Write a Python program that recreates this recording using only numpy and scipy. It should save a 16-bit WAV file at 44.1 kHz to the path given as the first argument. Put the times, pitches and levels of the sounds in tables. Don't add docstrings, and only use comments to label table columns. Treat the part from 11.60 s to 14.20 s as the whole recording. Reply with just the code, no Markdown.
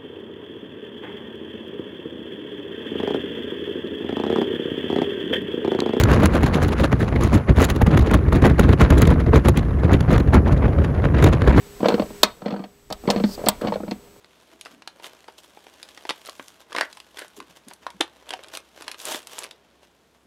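import sys
import numpy as np
from scipy import signal
from scipy.fft import rfft, irfft
from scipy.io import wavfile
from scipy.ndimage import uniform_filter1d

SR = 44100
rng = np.random.default_rng(int(sys.argv[2]) if len(sys.argv) > 2 else 0)


def persist_wave(psi):
    counts = np.round(np.clip(psi, -1, 1) * 32767).astype(np.int16)
    wavfile.write(sys.argv[1], SR, np.atleast_2d(counts).T)


N = 114660

SLIP_S, SLIP_RISE_S = 0.0024, 0.0022


def undb(db):
    return 10 ** (np.asarray(db) / 20)


def unit(x):
    return x / np.sqrt(np.mean(x ** 2))


def curve(table, column):
    times = [row[0] for row in table]
    values = [row[column] for row in table]
    return np.interp(np.arange(N) / SR, times, values)


def add(out, start_s, x, peak_db):
    start = int(start_s * SR)
    x = x[:N - start]
    out[start:start + len(x)] += x * undb(peak_db) / np.abs(x).max()


def coloured(gain):
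    hz = np.maximum(np.arange(N // 2 + 1) * SR / N, 1.0)
    spectrum = rfft(rng.standard_normal(N)) * gain(hz)
    return unit(irfft(spectrum, N))


def burst(low_hz, high_hz, t60_s, rise_s=0, size=6000):
    band = signal.butter(2, [low_hz, min(high_hz, 0.45 * SR)], "bandpass", fs=SR, output="sos")
    noise = unit(signal.sosfilt(band, rng.standard_normal(size)))
    t = np.arange(1, size + 1) / SR
    decay = np.exp(-np.log(1000) * t / t60_s)
    rise = t / np.maximum(t, rise_s)
    return noise * decay * rise


def chatter(length_s, rise_s=1e-5, push_s=0, size=3000):
    t = np.arange(size) / SR
    spikes = rng.standard_normal(size) ** 3
    contact = 0.16 * spikes * np.exp(-t / length_s) * np.minimum(t / rise_s, 1)
    contact[int(rise_s * SR)] = 1
    if push_s:
        contact = signal.lfilter([1], [1, -np.exp(-1 / (push_s * SR))], contact)
    return contact


def ring(modes, favour_hz=None, size=6000):
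    scatter_db, detune = 1, 0.015
    favour_db, favour_oct = 8, 0.88
    hz, db, t60_s = np.array(modes).T
    chance = rng.standard_normal((3, len(hz)))
    db = db + scatter_db * chance[0]
    if favour_hz:
        db = db + favour_db * np.exp(-(np.log2(hz / favour_hz) / favour_oct) ** 2)
    t = np.arange(size)[:, None] / SR
    sines = np.sin(2 * np.pi * hz * (1 + detune * chance[1]) * t)
    waves = sines * 1000.0 ** (-t / t60_s)
    return waves @ (undb(db) * np.sign(chance[2]))


def panel(contact, favour_hz=None):
    # (pitch [Hz], relative level [dB], t60 [s])
    panel_modes = [(167, -13.5, 0.095), (202.4, -3.5, 0.082), (238.8, 0, 0.036), (328, -3.5, 0.025),
                   (462.7, -1.5, 0.041), (601, 1.5, 0.034), (663, 2, 0.012), (776, 2, 0.018),
                   (953, -3.5, 0.029), (1190, -11.5, 0.032), (1293, -11, 0.045), (1570, -28, 0.013)]
    dense_db = -7.5
    clear = ring(panel_modes, favour_hz)
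    dense = burst(480, 1190, t60_s=0.046) * undb(dense_db) * np.abs(clear).max() / 2
    return signal.fftconvolve(contact, clear + dense)


def steel(length_s, rise_s=1e-4):
    # (pitch [Hz], relative level [dB], t60 [s])
    steel_modes = [(2250, -2.5, 0.03), (4350, 8, 0.038), (5850, -9.5, .04)]
    band_db = -1.5
    clear = signal.fftconvolve(chatter(length_s, rise_s), ring(steel_modes))
    band = burst(1050, 5360, t60_s=0.057, rise_s=rise_s, size=len(clear))
    return clear / np.abs(clear).max() + undb(band_db) * band


def dull(x):
    rust_hz = 3080
    return signal.lfilter(*signal.butter(2, rust_hz, fs=SR), x)


def tone(hz):
    return np.sqrt(2) * np.sin(2 * np.pi * hz * np.arange(N) / SR)


def rumble():
    # (time [s], level [dB])
    rumble_level = [(0, -56.5), (.45, -45), (.75, -56.5), (1.2, -65.5), (1.35, -48.5), (1.9, -43),
                    (2.6, -63.5)]
    centre_hz, width_hz = 49, 39
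    noise = coloured(lambda f: np.exp(-((f - centre_hz) / width_hz) ** 2))
    return undb(curve(rumble_level, 1)) * noise


def background():
    # (frequency [Hz], relative density [dB per Hz])
    hiss_colour = [(70, -32.5), (110, -6.5), (250, -9.5), (600, -18.5), (2000, -21.5), (7700, -26.5),
                   (15900, -33)]
    # (pitch [Hz], level relative to the hiss [dB])
    whines = [(7854, -12.5), (14169, -14)]
    # (time [s], hiss level [dB], hum level [dB])
    levels = [(0, -47.5, -48.5), (.632, -45.5, -45.5), (.645, -49.5, -77), (.9, -58, -60),
              (1.27, -58, -63.5), (1.45, -49, -49), (1.85, -45, -46), (1.9, -48.5, -56), (2.6, -54.5, -57)]
    hum_hz = 406
    hz, db = np.array(hiss_colour).T
    hiss = coloured(lambda f: undb(np.interp(np.log(f), np.log(hz), db, left=-60)))
    for whine_hz, whine_db in whines:
        hiss = hiss + undb(whine_db) * tone(whine_hz)
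    hum = undb(curve(levels, 2)) * tone(hum_hz)
    return undb(curve(levels, 1)) * hiss + hum + rumble()


def scrape():
    start_peak_end_s = (1.626, 1.753, 1.76)
    level_db, centre_hz, width_hz = -38, 4760, 500

    def colour(f):
        peak = 1 / (1 + ((f - centre_hz) / width_hz) ** 2)
        low_cut = 1 / (1 + (3500 / f) ** 6)
        return (peak + 0.14) * low_cut

    swell = np.interp(np.arange(N) / SR, start_peak_end_s, [0, 1, 0])
    return undb(level_db) * swell * coloured(colour)


def grind():
    # (time [s], level [dB])
    grind_level = [(.18, -55), (.25, -19), (.42, -40.5), (.55, -54.5), (.8, -57), (.87, -34), (1.0, -38),
                   (1.1, -58.5), (1.42, -89.5), (1.5, -25.5), (1.66, -42.5), (1.76, -51), (1.79, -37.5),
                   (1.85, -35.5), (1.97, -58), (2.05, -26), (2.17, -52.5), (2.4, -56)]
    grains_per_s, spread_db, steel_db = 820, 2.5, -20
    hits = rng.random(N) < grains_per_s / SR
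    sizes = undb(spread_db * rng.exponential(size=N)) * rng.standard_normal(N)
    grains = hits * sizes
    grains = grains / np.sqrt(uniform_filter1d(grains ** 2, size=4000) + 1e-9)
    in_panel = unit(panel(grains)[:N])
    in_steel = unit(signal.fftconvolve(grains, dull(steel(SLIP_S)))[:N])
    return undb(curve(grind_level, 1)) * (in_panel + undb(steel_db) * in_steel)


def clacks():
    # (time [s], bite peak [dB], top treble over it [dB], panel thud over it [dB], bite pitch [Hz])
    knocks = [(0.285, -13.5, -14.5, -29, 2900), (0.632, 2, -7.5, 0, 3920), (1.3024, -34.5, -6, 11.5, 4960),
              (1.325, -20.5, -5.5, 1.5, 4210), (1.5018, -7, -28, 0, 4440), (1.5084, -31.5, 7.5, 11.5, 4830),
              (1.8605, -25, -5, -4, 4850), (1.8855, -4.5, 5.5, 0.5, 4140), (2.0131, -39, 3.5, 14.5, 4000),
              (2.3107, -24.5, -21, 0.5, 4100)]
    contact_s, rise_s = 0.00066, 0.001
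    bite_ratio, bite_t60_s = 1.21, 0.019
    steel_db = -5
    thud_hz = 1120
    out = np.zeros(N)
    for start_s, db, top_db, thud_db, bite_hz in knocks:
        bite = burst(bite_hz / bite_ratio, bite_hz * bite_ratio, bite_t60_s, rise_s)
        jaws = burst(6000, 15000, t60_s=0.025, rise_s=rise_s)
        add(out, start_s, bite, db)
        add(out, start_s, steel(contact_s), db + steel_db)
        add(out, start_s, jaws, db + top_db)
        add(out, start_s, panel(chatter(contact_s), thud_hz), db + thud_db)
    return out


def slips():
    # (time [s], thud peak [dB], steel ring over the thud [dB], favoured panel pitch [Hz])
    thread_slips = [(0.203, -18, -17, 535), (0.212, -19.5, -36, 226), (0.228, -5.5, -29, 437),
                    (0.245, -22, -39, 564), (0.256, -1.5, -17.5, 700), (0.283, -7, -11, 555),
                    (0.301, -9.5, -12.5, 702), (0.319, -9.5, -15, 340), (0.34, -4, -16.5, 327),
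                    (0.377, -19.5, -25, 567), (0.395, -7, -16, 516), (0.419, -12, -18, 570),
                    (0.502, -26, -44, 397), (0.818, -25.5, -15.5, 212), (0.858, -11, -16.5, 480),
                    (0.88, -21.5, -9, 230), (0.905, -23.5, -7.5, 645), (0.923, -17, -16, 227),
                    (0.937, -21, -20, 225), (0.962, -26, -11.5, 630), (0.993, -22.5, -20.5, 201),
                    (1.038, -24.5, -9.5, 454), (1.307, -20.5, -14, 670), (1.435, -25, -24, 210),
                    (1.454, -20.5, -33, 565), (1.474, -5, -16.5, 330), (1.486, -10.5, -18, 570),
                    (1.56, -7.5, -14.5, 237), (1.576, -23, -7.5, 404), (1.598, -13.5, -15, 247),
                    (1.637, -6, -13.5, 225), (1.688, -29, -24, 227), (1.776, -22.5, -48, 468),
                    (1.812, -22, -41, 380), (1.838, -13.5, -27, 730), (1.863, -10, -10.5, 174),
                    (1.867, -7.5, -12.5, 1100), (2.016, -14.5, -15.5, 577), (2.036, -17, -38, 526),
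                    (2.046, -9, -24, 231), (2.07, -15, -8, 460), (2.081, -15, -11, 203),
                    (2.121, -12, -16, 600), (2.137, -19.5, -8.5, 634), (2.156, -12.5, -21, 550),
                    (2.163, -20.5, -32, 470), (2.202, -20, -32, 563), (2.232, -19.5, -50, 227),
                    (2.263, -32, -36, 211), (2.278, -21.5, -17, 233), (2.314, -14.5, -12.5, 214)]
    push_s = 0.00032
    out = np.zeros(N)
    for start_s, db, steel_db, favour_hz in thread_slips:
        thud = panel(chatter(SLIP_S, SLIP_RISE_S, push_s), favour_hz)
        add(out, start_s, thud, db)
        add(out, start_s, dull(steel(SLIP_S, SLIP_RISE_S)), db + steel_db)
    return out


def cabin(work):
    tail_db, t60_s, dull_hz = -21, 0.22, 2600
    tail = burst(100, dull_hz, t60_s, size=20000)
    tail = tail / np.sqrt(np.sum(tail ** 2))
    return undb(tail_db) * signal.fftconvolve(work, tail)[:N]


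def scene():
    low_cut = signal.butter(4, 120.2, "highpass", fs=SR, output="sos")
    work = signal.sosfilt(low_cut, slips() + clacks() + grind())
    return (work + cabin(work) + scrape() + background())[None]


def record(dry):
    dip_hz, width_hz, dip_db = 11000, 450, -14
    full_scale, top_hz = 1.0, 15700
    f = np.arange(N // 2 + 1) * SR / N
    dip = undb(dip_db * np.exp(-((f - dip_hz) / width_hz) ** 2))
    wet = np.clip(irfft(rfft(dry) * dip, N), -full_scale, full_scale)
    top_cut = signal.ellip(10, 0.2, 70, top_hz, fs=SR, output="sos")
    return signal.sosfilt(top_cut, wet)


dry = scene()
out = record(dry)
persist_wave(out)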